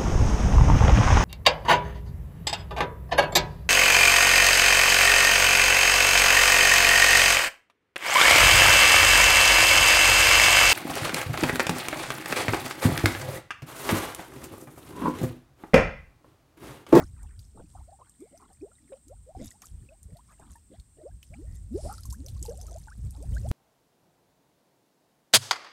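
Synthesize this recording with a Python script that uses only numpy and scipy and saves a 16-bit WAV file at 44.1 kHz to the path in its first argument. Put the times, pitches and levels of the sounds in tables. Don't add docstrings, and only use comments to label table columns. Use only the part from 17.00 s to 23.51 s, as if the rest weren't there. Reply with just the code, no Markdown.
import sys
import numpy as np
from scipy import signal
from scipy.fft import rfft, irfft
from scipy.io import wavfile
from scipy.ndimage import uniform_filter1d

SR = 44100
rng = np.random.default_rng(int(sys.argv[2]) if len(sys.argv) > 2 else 0)


def unload_wav(signal):
    wavfile.write(
        sys.argv[1],
        SR,
        np.round(np.clip(np.atleast_2d(signal).T, -1, 1) * 32767).astype(np.int16),
    )


N = 287311
T = np.arange(N) / SR


def undb(db):
    return 10 ** (np.asarray(db) / 20)


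def unit(x):
    return x / np.sqrt(np.mean(x ** 2) + 1e-20)


def curve(rows):
    return np.interp(T, *np.transpose(rows))


def add(out, start_s, sound):
    i = int(round(start_s * SR))
    lo, hi = max(i, 0), min(i + len(sound), len(out))
    if hi > lo:
        out[lo:hi] += sound[lo - i:hi - i]


def colour(x, points):
    hz, db = np.transpose(points)
    freq = np.maximum(np.fft.rfftfreq(len(x), 1 / SR), 1)
    gain = undb(np.interp(np.log(freq), np.log(hz), db))
    return unit(irfft(rfft(x) * gain, len(x)))


def noise():
    return rng.standard_normal(N)


def walk(rate_hz):
    step = int(SR / rate_hz)
    stairs = np.repeat(rng.standard_normal(N // step + 1), step)
    return unit(uniform_filter1d(stairs, step)[:N])


def grain(hz, cycles, climb, swell=.0):
    u = np.arange(int(cycles * SR / hz) + 2) * hz / (cycles * SR)
    onset = 1 - np.exp(-u / (swell + 1e-9))
    tone = np.sin(2 * np.pi * cycles * u * (1 + climb * u / 2))
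    return onset * tone * np.exp(-np.log(1000) * u)


# [dB per Hz, relative]
AIR_COLOUR = [(30, -8.5), (120, 9.5), (250, 6.5), (500, -9), (1000, -8.5), (2200, -14.5), (4000, -14.5),
              (6500, -13.5), (10000, -15.5), (15000, -21.5)]
# [dB per Hz, relative]
INSECT_TONE = [(5500, -35), (6700, -31), (7200, -4.5), (7800, -4.5), (8250, 3), (8700, 1.5), (9000, -4),
               (9300, -13), (11000, -30)]


def shore(air_db=-69, insect_db=-67.5, sway_db=1, shimmer_db=1.87):
    air = colour(noise(), AIR_COLOUR) * undb(air_db + sway_db * walk(4.42))
    insects = colour(noise(), INSECT_TONE) * undb(insect_db + shimmer_db * walk(40))
    return air + insects


# time_s [s], level_db [dB before breeze gain]
SLOW_WIND = [(0, -44), (0.3, -47), (0.6, -54.5), (0.9, -56), (1.15, -70), (1.6, -62.5), (1.8, -67),
             (2.3, -68), (2.6, -67), (2.85, -59.5), (3.35, -58.5), (3.95, -62), (4.25, -58), (4.5, -40.5),
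             (5.2, -46.5), (5.7, -40.5), (5.9, -49), (6.5, -31)]
# peak_s [s], level_db [dB before breeze gain], half_length_s [s]
LOW_SWELLS = [(0.044, -34.5, 0.014), (0.25, -42.5, .05), (0.39, -44, .025), (0.803, -45.5, 0.054),
              (1.61, -56, 0.045), (2.174, -49, 0.099), (2.374, -43, 0.03), (2.472, -48, 0.021),
              (2.745, -41, 0.04), (2.814, -47, 0.063), (3.062, -45, 0.031), (3.131, -41.5, .018),
              (3.433, -43, 0.0072), (3.515, -45.5, 0.022), (3.797, -43.5, 0.02), (4.141, -43, 0.049),
              (4.32, -43.5, 0.027), (4.475, -41, 0.066), (4.757, -33, 0.019), (4.864, -32.5, 0.03),
              (5.101, -33.5, 0.039), (5.213, -34.5, .012), (5.38, -35.5, 0.088), (5.99, -33.5, 0.018),
              (6.058, -30, 0.039), (6.339, -27.5, 0.06), (6.53, -22, 0.035)]


def low_power():
    power = undb(curve(SLOW_WIND)) ** 2
    for peak_s, db, half in LOW_SWELLS:
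        t = np.arange(-3 * half, 3 * half, 1 / SR)
        swell = undb(db) * np.exp(-(t / half) ** 2)
        add(power, peak_s + t[0], swell ** 2)
    return power


# [dB per Hz, relative]
WIND_COLOUR = [(15, -33), (30, -13.5), (50, 0), (76, -0.5), (100, -8.5), (140, -17), (200, -25), (400, -45),
               (1000, -60.5), (3000, -68)]


def breeze(steadiness=0.88, gain_db=0.2):
    eddies = colour(noise(), WIND_COLOUR)
    strength = uniform_filter1d(np.abs(signal.hilbert(eddies)), SR // 25)
    return unit(eddies / strength ** steadiness) * np.sqrt(low_power()) * undb(gain_db)


# time_s [s], level_db [dB before spray gain]
SLOW_FIZZ = [(0, -74), (0.6, -79), (1.5, -73.5), (2.9, -93), (3.4, -76.5), (3.95, -81), (4.3, -69.5),
             (4.68, -73.5), (4.95, -64), (5.21, -66.5), (5.52, -62), (5.8, -63), (5.98, -67.5), (6.5, -64)]
# peak_s [s], level_db [dB before spray gain], fade_s [s]
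SHOWERS = [(0.01, -56.5, 0.047), (0.43, -64, 0.067), (0.7, -68, 0.2), (1.41, -68, 0.039),
           (2.385, -71, 0.019), (2.45, -53, 0.053), (2.657, -57.5, 0.038), (3.31, -64, 0.03),
           (3.52, -62.5, 0.042), (4.556, -62, 0.027), (4.768, -57, 0.071), (5.63, -66, .07),
           (5.84, -65.5, 0.034), (6.15, -64.5, .04), (6.35, -58.5, 0.087)]


def spray_level(rise_s=0.031, puff_db=-31.5, puff_s=.018):
    power = undb(curve(SLOW_FIZZ)) ** 2
    for peak_s, db, fade_s in SHOWERS:
        slope_s = np.where(T < peak_s, rise_s, fade_s)
        power = power + (undb(db) * np.exp(-np.abs(T - peak_s) / slope_s)) ** 2
    puff = np.exp(-np.arange(SR // 5) / SR / puff_s)
    for start_s, db, _ in SKIN_POPS:
        add(power, start_s, (undb(db + puff_db) * puff) ** 2)
    return 10 * np.log10(power)


# [dB, relative filter gain]
SPRAY_TONE = [(700, 4), (1600, -11), (2900, -8.5), (4000, -3), (5500, 1), (7500, 3), (10000, -1.5),
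              (12500, -9), (15500, -14)]


def spray(scatter_db=4.0, mist_db=-4, gain_db=-2, lively_db=-65, count=5500):
    drops, level_db = np.zeros(N), spray_level()
    for when, size, ring, luck in rng.random((count, 4)):
        hz = 1500 + 12500 * size ** 1.3
        ring_s = 0.0014 + .016 * ring * np.sqrt(4000 / hz)
        strength = undb(scatter_db * min(-np.log(1 - luck), 4))
        drop = grain(hz, hz * ring_s, climb=.04, swell=0.0033)
        add(drops, when * N / SR, strength / np.sqrt(ring_s) * drop)
    lively = 1 / (1 + undb(lively_db - level_db) ** 2)
    mist = undb(mist_db) * noise()
    fizz = colour(unit(drops * np.sqrt(lively)) + mist, SPRAY_TONE)
    return fizz * undb(level_db + gain_db)


# middle_s [s], half_length_s [s],
# level_db [dB before gain and length scaling], centre_hz [Hz], spread_octaves [octaves]
NECK_SLOSHES = [(0.016, 0.024, -42.5, 211, 0.52), (.012, 0.017, -44.5, 690, 0.31),
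                (.013, .025, -47.5, 1350, 0.5), (0.188, .045, -67.5, 1380, 0.51),
                (.244, .019, -63, 886, 0.356), (.32, .04, -70, 1620, 0.475), (.595, 0.046, -51, 258, 0.86),
                (.599, .023, -52.5, 730, 0.66), (0.791, 0.047, -63.5, 954, 0.39),
                (1.005, .022, -59, 700, 0.57), (1.076, 0.029, -69, 1300, .49),
                (1.326, .011, -59, 395, 0.63), (1.43, 0.031, -59, 997, 0.3), (1.438, 0.054, -64, 257, .42),
                (1.504, 0.023, -66, 706, 0.75), (1.841, .03, -61.5, 253, 0.2),
                (1.934, 0.0085, -59.5, 1420, 1.09), (2.413, 0.037, -45.5, 293, 0.79),
                (2.425, 0.0301, -43.5, 233.6, 0.16), (2.412, 0.014, -64, 2070, 0.12),
                (2.453, 0.037, -64, 3550, 0.061), (2.423, 0.049, -68, 4980, 0.065),
                (2.629, 0.0065, -55.5, 1765, 0.82), (2.832, 0.038, -63.5, 268, 0.5),
                (3.107, 0.021, -62.5, 504, 0.2), (3.32, 0.029, -64, 1250, 0.71),
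                (3.402, 0.0039, -50.5, 668, 0.5), (3.432, 0.015, -58.5, 1060, 0.45),
                (3.486, 0.04, -67, 1076, 0.37), (3.469, 0.061, -60, 225, 0.36),
                (3.719, 0.014, -50.5, 300, 0.56), (3.745, 0.018, -71.5, 3450, 0.25),
                (3.993, 0.023, -56.5, 440, 0.4), (4.343, .004, -57, 2050, 0.31),
                (4.853, 0.023, -46, 434, 0.72), (4.918, .035, -51.5, 1284, 0.12),
                (5.513, .04, -53, 558, 0.38), (5.689, 0.059, -57.5, 540, .53),
                (6.183, 0.046, -64, 765, 0.5), (6.437, .045, -67, 563, .78)]


def sloshes(ring_s=0.04, scatter_db=2, swell=0.049, lead_s=.005, wash_db=-6, gain_db=-1, count=30):
    out, t = np.zeros(N), np.arange(SR) / SR - .5
    for middle_s, half, db, centre, spread in NECK_SLOSHES:
        cloud = np.zeros(SR)
        chances = rng.standard_normal((count, 3))
        for size, (when, jitter, strength) in zip(np.linspace(-1, 1, count), chances):
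            hz = centre * 2 ** (spread * (size + size ** 3 / 2 + jitter / 10))
            ring = grain(hz, ring_s * np.sqrt(700 * hz), .14, swell)
            gain = undb(scatter_db * strength - 3.0 * size ** 2)
            add(cloud, .5 - lead_s + 0.54 * half * np.clip(when, -2, 2), gain * ring)
        # (spreads, dB)
        edge = [(-5, -27), (-4, -27 + 28 / 3), (-3.9999, -94)]
        low_tone = [(centre * 2 ** (k * spread), drop_db) for k, drop_db in edge]
        rush = colour(rng.standard_normal(SR), low_tone) * np.exp(-(t / (1.53 * half)) ** 2)
        slosh = unit(cloud) + undb(wash_db) * unit(rush)
        add(out, middle_s - .5, undb(db + gain_db) * slosh * np.sqrt(2 * half))
    return out


def simmer(db=-61, range_db=10, lowest_hz=1300, octaves=2.2, cycles=40, climb=0.084, after_s=.03, count=12):
    out = np.zeros(N)
    for middle_s, half, _, _, _ in NECK_SLOSHES:
        for when, size, weakness in rng.random((count, 3)):
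            tick = grain(lowest_hz * 2 ** (octaves * size), cycles, climb, swell=0.024)
            start_s = middle_s - half + (3 * half + after_s) * when
            add(out, start_s, undb(db - range_db * weakness) * tick)
    return out


# start_s [s, before a tiny delay],
# peak_db [dB before pop gain], pitch_hz [Hz]
SKIN_POPS = [(0.23, -36.5, 8400), (0.3918, -38, 4630), (1.0949, -40.5, 8430), (1.2035, -46, 8000),
             (1.375, -43.5, 6060), (1.53, -44.5, 8750), (2.0814, -38, 7600), (2.4443, -38, 7050),
             (2.4683, -36, 7800), (2.5052, -36.5, 7830), (2.5208, -39, 8000), (2.6187, -31.5, 6360),
             (2.6558, -35, 7630), (3.0298, -35, 8600), (3.168, -46, 4300), (3.3965, -46, 7500),
             (3.5567, -43.5, 9240), (3.798, -40, 4280), (4.2285, -35, 2980), (4.8483, -37.5, 9370),
             (4.9258, -31.5, 8700), (4.938, -33, 5850), (4.9795, -36.5, 4770), (5.0068, -36, 11200),
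             (5.0333, -33.5, 4940), (5.0535, -33.5, 7450), (5.1, -33.5, 8700), (5.1048, -30, 5440),
             (5.1249, -31.5, 7150), (5.2615, -32.5, 6150), (5.2835, -31.5, 4090), (5.4263, -20, 7700),
             (5.4502, -35, 7300), (5.46, -31, 4740), (5.4939, -33.5, 6230), (5.5737, -37, 8370),
             (5.6125, -29.5, 6100), (5.6664, -35, 7000), (5.71, -37.5, 6000), (5.7835, -38, 7400),
             (6.107, -35, 9400), (6.2253, -35.5, 8530), (6.348, -35.5, 6670), (6.488, -36, 8570)]


def pops(snap_s=0.00014, patter_s=0.014, patter_db=-19, ring_db=-5, ring_s=0.02, gain_db=-2.5,
         low_share=0.77, pair=0.863):
    out, t = np.zeros(N), np.arange(SR // 20) / SR
    for start_s, db, hz in SKIN_POPS:
        band = signal.butter(3, [min(low_share * hz, 5400), 12500], "band", fs=SR, output="sos")
        fade = np.exp(-t / snap_s) + undb(patter_db) * np.exp(-t / patter_s)
        pop = signal.sosfilt(band, rng.standard_normal(len(t)) * fade)
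        pop = pop / np.abs(pop).max()
        add(pop, 0, undb(ring_db) * grain(hz, hz * ring_s, 0.052, 0.0056))
        add(pop, 0, undb(ring_db) / 2 * grain(pair * hz, hz * ring_s, 0.12, 0.0056))
        add(out, start_s + 0.00089, undb(db + gain_db) * pop / np.abs(pop).max())
    return out


# loudest_s [s], pitch_hz [Hz at that moment, before wobble],
# climb [octaves per s], swell_s [s], peak_db [dB before flutter and bursting]
AIR_GULPS = [(0.809, 763, 28, .008, -52.5), (0.888, 638, 22.5, .014, -47), (0.933, 740, 6.5, .022, -45.5),
             (1.023, 1086, 14.5, .022, -48.5), (1.223, 339, 20.5, .032, -41), (1.348, 630, 12, .025, -49.5),
             (1.439, 1096, 18, .01, -53), (1.628, 331, 21.5, .02, -35.5), (1.695, 426, 19.5, .042, -59.5),
             (1.927, 476.6, 17, .038, -45), (2.079, 296.6, 20.5, .029, -54.5), (2.12, 612, 19.5, .025, -42),
             (2.305, 656, 15, .043, -44), (2.413, 545, 12.5, .019, -43), (2.56, 884, 16.5, .04, -62),
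             (2.642, 1223, 35, .033, -51.5), (2.93, 675, 11, .05, -50), (3.16, 653, 6.5, .015, -48),
             (3.196, 960, 28, .013, -53.5), (3.312, 1295, 11.5, .038, -57), (3.744, 638, 24, .036, -52),
             (4.023, 597, 2, .035, -48.5), (4.067, 543, 21, .042, -38), (4.343, 730, 16, .045, -51),
             (4.401, 313.5, 16.5, .073, -44), (4.76, 387.5, 21, .06, -26.5), (4.866, 653, 21, .021, -34.5),
             (4.899, 747, 12, .012, -33), (5.13, 988, 22, .009, -48), (5.146, 1534, 37, .025, -55),
             (5.203, 264, 11, .084, -46.5), (5.268, 600, 13.5, .042, -52), (5.426, 346, 26.5, .02, -48.5),
             (5.492, 469.6, 11.5, .012, -31.5), (5.52, 594.5, 14, .03, -38.5),
             (5.592, 642, 16.5, .045, -47), (5.724, 677, 6.5, 0.014, -44), (5.763, 640, 22.5, .022, -40.5),
             (5.925, 1565, 30, .023, -49), (6.153, 830, 15.5, .007, -51), (6.235, 632, 25.5, .04, -44.5),
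             (6.36, 624, 11, .07, -53), (6.372, 1625, 28, .009, -38.5), (6.418, 390, 25.5, .052, -54.5),
             (6.46, 650, 26, .019, -34.5)]
# loudest_s [s],
# pitch_hz [Hz before wobble], peak_db [dB before flutter and bursting]
SUDDEN_PLINKS = [(0.752, 776, -44), (1.502, 770, -51.5), (1.717, 1260, -60.5), (1.755, 3600, -58),
                 (1.785, 1940, -59), (1.922, 527, -35.5), (2.351, 764, -36.5), (2.514, 1810, -50),
                 (2.89, 2430, -51), (3.556, 920, -47.5), (3.557, 1780, -53.5), (4.341, 2530, -46),
                 (4.914, 1330, -47), (4.983, 1330, -44.5), (5.054, 1090, -51.5), (5.365, 1193, -57),
                 (5.454, 800, -42), (5.683, 1240, -50.5), (5.874, 863, -46), (5.884, 1510, -46.5),
                 (6.181, 284, -46), (6.337, 3020, -52), (6.489, 3400, -54.5)]


def gurgles(wobble=0.041, flutter_db=2.0, overtone_db=-34, glide_limit_s=0.19, wash_db=-21, burst_hz=830,
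            ring_s=.0098, ring_slope=.9, plink_climb=0.94, plink_attack_s=0.00159):
    out, drift, flutter, ripple = np.zeros(N), walk(160), walk(130), walk(700)
    plinks = [(s, hz, plink_climb, plink_attack_s, db) for s, hz, db in SUDDEN_PLINKS]
    for loudest_s, hz, climb, swell, db in list(AIR_GULPS) + plinks:
        fade = ring_s * (1000 / hz) ** ring_slope
        span = (T > loudest_s - swell) & (T < loudest_s + 5 * fade)
        t = T[span] - loudest_s
        pitch = hz * 2 ** (climb * np.minimum(t, glide_limit_s)) * (1 + wobble * drift[span])
        phase = 2 * np.pi * np.cumsum(pitch) / SR
        shape = np.where(t < 0, 1 + t / swell, np.exp(-np.abs(t / fade) ** 1.11))
        alive = 1 / (1 + (pitch / max(burst_hz, 1.23 * hz)) ** 16)
        blur = undb(wash_db) * ripple[span] * np.cos(phase)
        tone = np.sin(phase) + undb(overtone_db) * np.sin(2 * phase) + blur
        out[span] += undb(db + flutter_db * flutter[span]) * shape * alive * tone
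    return out


def offspring(below_db=-15, loudest_db=-51, after_s=.06, cycles=48, climb=0.19, octaves=2.9, count=3):
    out = np.zeros(N)
    for loudest_s, hz, _, _, db in AIR_GULPS:
        for when, size, weakness in rng.random((count, 3)):
            pitch = 1.3 * max(hz, 600) * 2 ** (octaves * size)
            gain = undb(min(db + below_db, loudest_db) - 8 * weakness)
            start_s = loudest_s + after_s * (2 * when - .5)
            add(out, start_s, gain * grain(pitch, cycles, climb, swell=0.079))
    return out


# start_s [s], length_s [s, then an equally long fade],
# first_hz [Hz], last_hz [Hz], level_db [dB before shaping and blur]
BIRD_CALLS = [(1.19, 0.17, 2304, 2030, -72), (4.46, 0.1, 1903, 1940, -71)]


def bird(blur_hz=330):
    out = np.zeros(N)
    for s, length, first_hz, last_hz, db in BIRD_CALLS:
        pitch = np.interp(T, [s, s + length], [first_hz, last_hz])
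        phase = 2 * np.pi * np.cumsum(pitch) / SR
        shape = np.interp(T, [s, s + length / 10, s + length, s + 2 * length], [0.044, 0.89, 0.55, 0])
        whistle = walk(blur_hz) * np.sin(phase) + walk(blur_hz) * np.cos(phase)
        out += undb(db) * shape * whistle
    return out


def froth(start_s=4.74, peak_s=4.85, end_s=5.07, db=-52):
    tone = [(1000, -8), (2000, -8), (3300, -10.0), (5200, 6), (6500, -3), (8000, 5.5), (10000, 4.5),
            (13000, -19)]
    return undb(db) * colour(noise(), tone) * np.interp(T, [start_s, peak_s, end_s], [0, 1, 0])


def scene():
    water = spray() + sloshes() + simmer() + pops() + gurgles() + offspring() + froth()
    return (shore() + breeze() + water + bird())[None]


def record(dry, top_hz=15700):
    return signal.sosfilt(signal.ellip(10, .2, 70, top_hz, fs=SR, output="sos"), dry)


dry = scene()
out = record(dry)
unload_wav(out)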